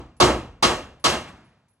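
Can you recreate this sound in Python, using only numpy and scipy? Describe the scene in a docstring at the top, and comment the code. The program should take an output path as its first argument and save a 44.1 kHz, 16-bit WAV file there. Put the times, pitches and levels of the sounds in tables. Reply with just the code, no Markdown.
"""A handgun is fired at an even pace in a booth of an indoor range.
Over faint moving air, the tail of a shot fired just before the start dies away and a spent brass case rings.
Three more shots follow: each is a sharp shock front and a harsh blast of echoes between the booth walls,
then an echo from the far wall, the roar of the concrete hall and a long dull tail, all made of shaped noise.
After the last shot comes a faint slap from far down the hall, and more cases ring as thin, beating high notes."""
import sys
import numpy as np
from scipy import signal
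from scipy.fft import rfft, irfft
from scipy.io import wavfile
from scipy.ndimage import uniform_filter1d, minimum_filter1d

SR = 44100
rng = np.random.default_rng(int(sys.argv[2]) if len(sys.argv) > 2 else 0)


def persist_wave(psi):
    """Save psi, clipped to +-1, as 16-bit WAV."""
    counts = np.round(np.clip(psi, -1, 1) * 32767).astype(np.int16)
    wavfile.write(sys.argv[1], SR, np.atleast_2d(counts).T)


N = 79380  # length in samples: 1.8 s
HZ = np.fft.rfftfreq(N, 1 / SR)
T = np.arange(N) / SR

# Faint ventilation: freq_hz, level_db_per_hz
AIR = [(25, -108), (95, -91.5), (250, -106), (800, -108), (2000, -117), (5000, -124), (12000, -134)]

# The shots: start_s, level_db, extra_bass_db, shock_front_db, crack_db, long_tail_db
# All but level_db are relative to it; a shot may start before time zero.
SHOTS = [(-0.215, -8.5, 9, -40, 6, -7), (0.2005, -1, 5, -39, -4.5, -16), (0.6252, -2, 0, -18, -1.5, -11.5),
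         (1.0404, -1.5, -2.5, -50.5, -7.5, 0)]
# How much of a shot's extra bass each pitch gets: freq_hz, share
BASS_SHARE = [(50, 1.3), (110, 1.2), (190, .85), (340, 1.5), (500, 0.66), (800, 0.76), (1500, 0.36),
              (3000, 0.005)]
# How much of a shot's long-tail dB each pitch gets: freq_hz, share
TAIL_SHARE = [(70, 1), (250, 0.5), (450, -0.2), (900, 0.5)]

# Echo clouds, by band: freq_hz, level_db_per_hz, rise_s, hold_s, fall_by_60_db_s
# Levels stand before a shot's own settings; hold_s counts from the start of the cloud.
# The first crack of the shot
CRACK = [(25, -88, .003, 0.01, .04), (152, -55, 0.009, 0.01, 0.12), (440, -51, 0.0023, 0.036, .04),
         (1000, -41, .002, 0.011, .04), (1840, -59.5, 0.0016, 0.018, 0.045),
         (4500, -48.5, 0.0018, 0.0085, .05), (8000, -73.5, .001, 0.014, 0.1),
         (12000, -69.5, 0.00072, 0.0082, 0.033)]
# The blast between the booth walls
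BLAST = [(25, -72.5, .025, 0.064, .2), (54.7, -55, 0.013, 0.056, .2), (119, -44.5, 0.052, .045, .13),
         (257, -51, 0.0027, 0.029, 0.13), (361.5, -46, 0.018, 0.046, 0.13), (1020, -47, 0.0016, .03, 0.1),
         (2050, -56.5, .003, .03, .11), (3000, -53, 0.0084, 0.029, .14), (5300, -54.5, 0.0045, .025, .14),
         (7000, -61.5, 0.00093, .02, 0.083), (12000, -69, .001, 0.0069, 0.19)]
# The echo from the far wall
FAR_WALL = [(25.45, -95, .01, .025, 0.16), (198, -66, .01, 0.051, 0.067), (545, -53.5, 0.021, 0.037, 0.19),
            (1018, -55.5, 0.03, 0.034, .17), (2000, -65.5, .01, 0.048, 0.37),
            (12000, -88, .01, 0.042, 0.36)]
# The roar of the hall
HALL = [(25, -69, 0.042, .12, 1), (55.6, -52.5, 0.021, .12, 0.65), (120.47, -58, 0.032, 0.072, 0.76),
        (350, -54, 0.06, 0.11, 0.33), (880, -53, 0.0082, 0.088, .41), (2052, -60, .015, 0.059, 0.35),
        (2800, -56.5, 0.007, .06, .43), (4000, -64, 0.012, 0.064, 0.36), (5400, -58, .01, .035, 0.34),
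        (7460, -64, 0.012, 0.044, 0.32), (11400, -74.5, .01, 0.051, 0.33)]
# The long dull tail
TAIL = [(25, -82.5, .05, 0.12, 1.3), (70, -71.5, .05, 0.13, 1.1), (116, -68.5, 0.055, 0.25, 1),
        (230, -67, .05, 0.17, 0.92), (395, -83, 0.056, 0.28, .85), (900, -71, .05, 0.11, 1),
        (2530, -85, .05, 0.22, 0.91), (5024, -93, .05, .2, 0.94), (7900, -106, .05, 0.27, .8),
        (12000, -120, .05, .2, .7)]
# The faint slap far down the hall, which no shot setting changes
SLAP = [(25, -100, .01, .02, .4), (200, -79, 0.008, .02, 0.43), (795, -79.5, 0.0046, 0.0092, 0.42),
        (2600, -78.5, 0.0037, 0.014, 0.12), (4950, -94, 0.0059, 0.014, 0.18),
        (7900, -95, 0.0046, 0.016, 0.15), (12000, -106, 0.0085, 0.022, 0.26)]

# Resonances of booth and hall: freq_hz, width_hz, peak_db
RESONANCES = [(131, 29, 2.5), (239.2, 35, 6.5), (332, 37, 3), (361, 13, 12.5), (471, 22, 7), (514.5, 22, 0),
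              (628.3, 6.5, 12), (735, 31, 2.5), (891, 22, -5.5), (1100, 140, 2), (1318, 41, 3.5),
              (3227, 100, 2.5), (3440, 18, 2.5), (4190, 73, 7)]
# How alike left and right are in crack and blast: freq_hz, likeness (1 is the same)
BLAST_LIKENESS = [(60, 1), (170, 0.58), (370, 0.99), (750, .05), (2000, 0.45), (3000, 1), (4500, 0.16),
                  (6500, .92), (8500, 0.73), (12000, 0.48)]
# How alike left and right are in all other noise from hall and air: freq_hz, likeness (1 is the same)
HALL_LIKENESS = [(60, 1), (370, 1), (900, .75), (1800, 1), (3000, 1), (4000, 0.15), (5000, 0.62), (6500, 1),
                 (8500, 0.94), (12000, 1)]
# How far left lags behind right: freq_hz, lag_radians
PORT_LAG = [(1500, 0), (2100, 0.6), (3200, 1.73), (4100, 2.03), (4900, 2), (5800, 1), (7400, -0.95),
            (10000, 2.11), (12000, 1)]

# Brass cases landing: start_s, level_db
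CASES = [(0.167, -60.5), (0.998, -64), (1.366, -70), (1.446, -71), (1.585, -84), (1.683, -67), (1.704, -76),
         (1.73, -76.5)]

REPEAT = 0.5  # share of the echo pattern's power that is the same for every shot
SHOCK_S = 0.00015  # length of the shock front's overpressure
FAR_WALL_S, SLAP_S = 0.057, 1.272  # far-wall delay after each shot; start of the slap
RIPPLE_DB, RIPPLE_HZ = 3, 59.42  # typical depth and spacing of the booth's fine ripple
HALL_RING = 0.65  # share of the resonance and ripple dB that colours the hall's roar
ECHO_TOP_HZ = 11700  # noise is cut steeply above this
CASE_HZ, CASE_RING_T60 = 10030, 0.35  # a case's pitch; seconds its ring takes to fall by 60 dB
CASE_TICK_DB, CASE_TICK_T60 = 0, 0.09  # tick level against the case; seconds to fall by 60 dB
LIMIT_DB, EDGE_HZ = -1.5, 16650  # limiter ceiling; upper edge of the final sound


def amp(db):
    """Decibels to gain."""
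    return 10 ** (np.asarray(db) / 20)


def read(points, hz):
    """Reads a table at any pitch, with straight lines between points on a log-frequency axis."""
    f, value = np.transpose(points)
    return np.interp(np.log(hz + 1), np.log(f + 1), value)


def add(mix, start_s, sound):
    """Adds a stereo sound at its start time, leaving out what falls outside the scene."""
    at = round(start_s * SR)
    sound = sound[:, max(-at, 0):]
    part = mix[:, max(at, 0):][:, :sound.shape[1]]
    part += sound[:, :part.shape[1]]


def noise():
    """Two unrelated noise spectra of even power per Hz, without the deepest bass or top treble."""
    low_cut = 1 - np.exp(-(HZ / 34) ** 4)
    high_cut = 1 / np.sqrt(1 + (HZ / ECHO_TOP_HZ) ** 200)
    return rfft(rng.standard_normal((2, N))) * np.sqrt(SR / 2) * low_cut * high_cut


def stereo(spectra, likeness):
    """Mixes two unrelated spectra into what two microphone ports pick up, with left lagging."""
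    same = np.clip(read(likeness, HZ), -0.999, 0.999)
    mid = spectra[0] * np.sqrt((1 + same) / 2)
    side = spectra[1] * np.sqrt((1 - same) / 2)
    lag = np.exp(-1j * read(PORT_LAG, HZ))
    return np.array([(mid + side) * lag, mid - side])


def echoes(spectra, bands):
    """A dense cloud of echoes: each band rises, holds and dies at its own speed."""
    centres = [row[0] for row in bands]
    levels = [row[:2] for row in bands]
    spectra = spectra * amp(read(levels, HZ))
    out = np.zeros((2, N))
    # Each row of the identity picks one band, which fades out towards its neighbours.
    for picked, (_, _, rise, hold, t60) in zip(np.eye(len(bands)), bands):
        band = irfft(spectra * read(list(zip(centres, picked)), HZ), N)
        rising = 1 - np.exp(-T / rise)
        falling = amp(-60 * np.maximum(T - hold, 0) / t60)
        out += band * rising * falling
    return out


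def ventilation():
    """Faint steady rumble of moving air, made from noise that is strongest in the bass."""
    return irfft(stereo(noise(), HALL_LIKENESS) * amp(read(AIR, HZ)), N)


def booth_colour():
    """Resonances boost or dip some pitches, and reflections add a fine random ripple; in dB."""
    ring = sum(db / (1 + (2 * (HZ - hz) / width) ** 2) for hz, width, db in RESONANCES)
    ripple = np.interp(HZ / RIPPLE_HZ, np.arange(2000), rng.standard_normal(2000))
    return ring + RIPPLE_DB * ripple * np.minimum(HZ / 1200, 1)  # less ripple in the bass


def shock_front():
    """A sudden jump in air pressure that drops below normal and then recovers."""
    return np.tile((1 - T / SHOCK_S) * np.exp(-T / SHOCK_S), (2, 1))


def gun():
    """Each shot's shock front excites echoes that partly repeat, as booth and hall stay the same."""
    out = np.zeros((2, N))
    booth, hall = noise(), noise()
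    ring_db, shock = booth_colour(), shock_front()
    kept, fresh = np.sqrt(REPEAT), np.sqrt(1 - REPEAT)
    for start_s, db, bass_db, shock_db, crack_db, tail_db in SHOTS:
        shot_db = db + bass_db * read(BASS_SHARE, HZ)
        booth_gain = amp(shot_db + ring_db)
        hall_gain = amp(shot_db + HALL_RING * ring_db)
        tail_gain = amp(db + tail_db * read(TAIL_SHARE, HZ))

        crack = amp(db + crack_db) * stereo(noise(), BLAST_LIKENESS)
        blast = booth_gain * stereo(kept * booth + fresh * noise(), BLAST_LIKENESS)
        far_wall = booth_gain * stereo(noise(), HALL_LIKENESS)
        roar = hall_gain * stereo(kept * hall + fresh * noise(), HALL_LIKENESS)
        tail = tail_gain * stereo(noise(), HALL_LIKENESS)

        add(out, start_s, amp(db + shock_db) * shock)
        add(out, start_s, echoes(crack, CRACK))
        add(out, start_s, echoes(blast, BLAST))
        add(out, start_s + FAR_WALL_S, echoes(far_wall, FAR_WALL))
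        add(out, start_s, echoes(roar, HALL))
        add(out, start_s, echoes(tail, TAIL))
    return out


def cases():
    """A brass case ticks on the floor and rings at three close pitches that beat together."""
    out = np.zeros((2, N))
    tick_band = signal.butter(2, [3500, 9000], "band", fs=SR, output="sos")
    for start_s, db in CASES:
        tick = signal.sosfilt(tick_band, rng.standard_normal((2, N)))
        tick *= amp(CASE_TICK_DB - 60 * T / CASE_TICK_T60)
        pitches = CASE_HZ + rng.uniform(-98, 70, size=3)
        # Left and right start each note at a different point of its wave.
        ring = sum(np.sin(2 * np.pi * (hz * T + rng.random((2, 1)))) for hz in pitches)
        ring *= amp(-60 * T / CASE_RING_T60) / np.sqrt(len(pitches))
        add(out, start_s, amp(db) * (ring + tick))
    return out


def hall_slap():
    """A faint slap far down the hall after the last shot, made as one more cloud of echoes."""
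    out = np.zeros((2, N))
    add(out, SLAP_S, echoes(stereo(noise(), HALL_LIKENESS), SLAP))
    return out


def scene():
    """Moving air, shots, brass cases and the slap, added together."""
    return ventilation() + gun() + cases() + hall_slap()


def record(dry):
    """A fast limiter turns both sides down around the highest peaks; then the top treble is cut."""
    peak = abs(dry).max(0)
    needed = np.minimum(amp(LIMIT_DB) / (peak + 1e-9), 1)
    # Hold the lowest gain around each peak, then smooth it; 129 samples are about 3 ms.
    gain = uniform_filter1d(minimum_filter1d(needed, size=129), size=129)
    low_pass = signal.firwin(255, EDGE_HZ, window=("kaiser", 8), fs=SR)
    return signal.oaconvolve(dry * gain, low_pass[None], "same")


dry = scene()
out = record(dry)
persist_wave(out)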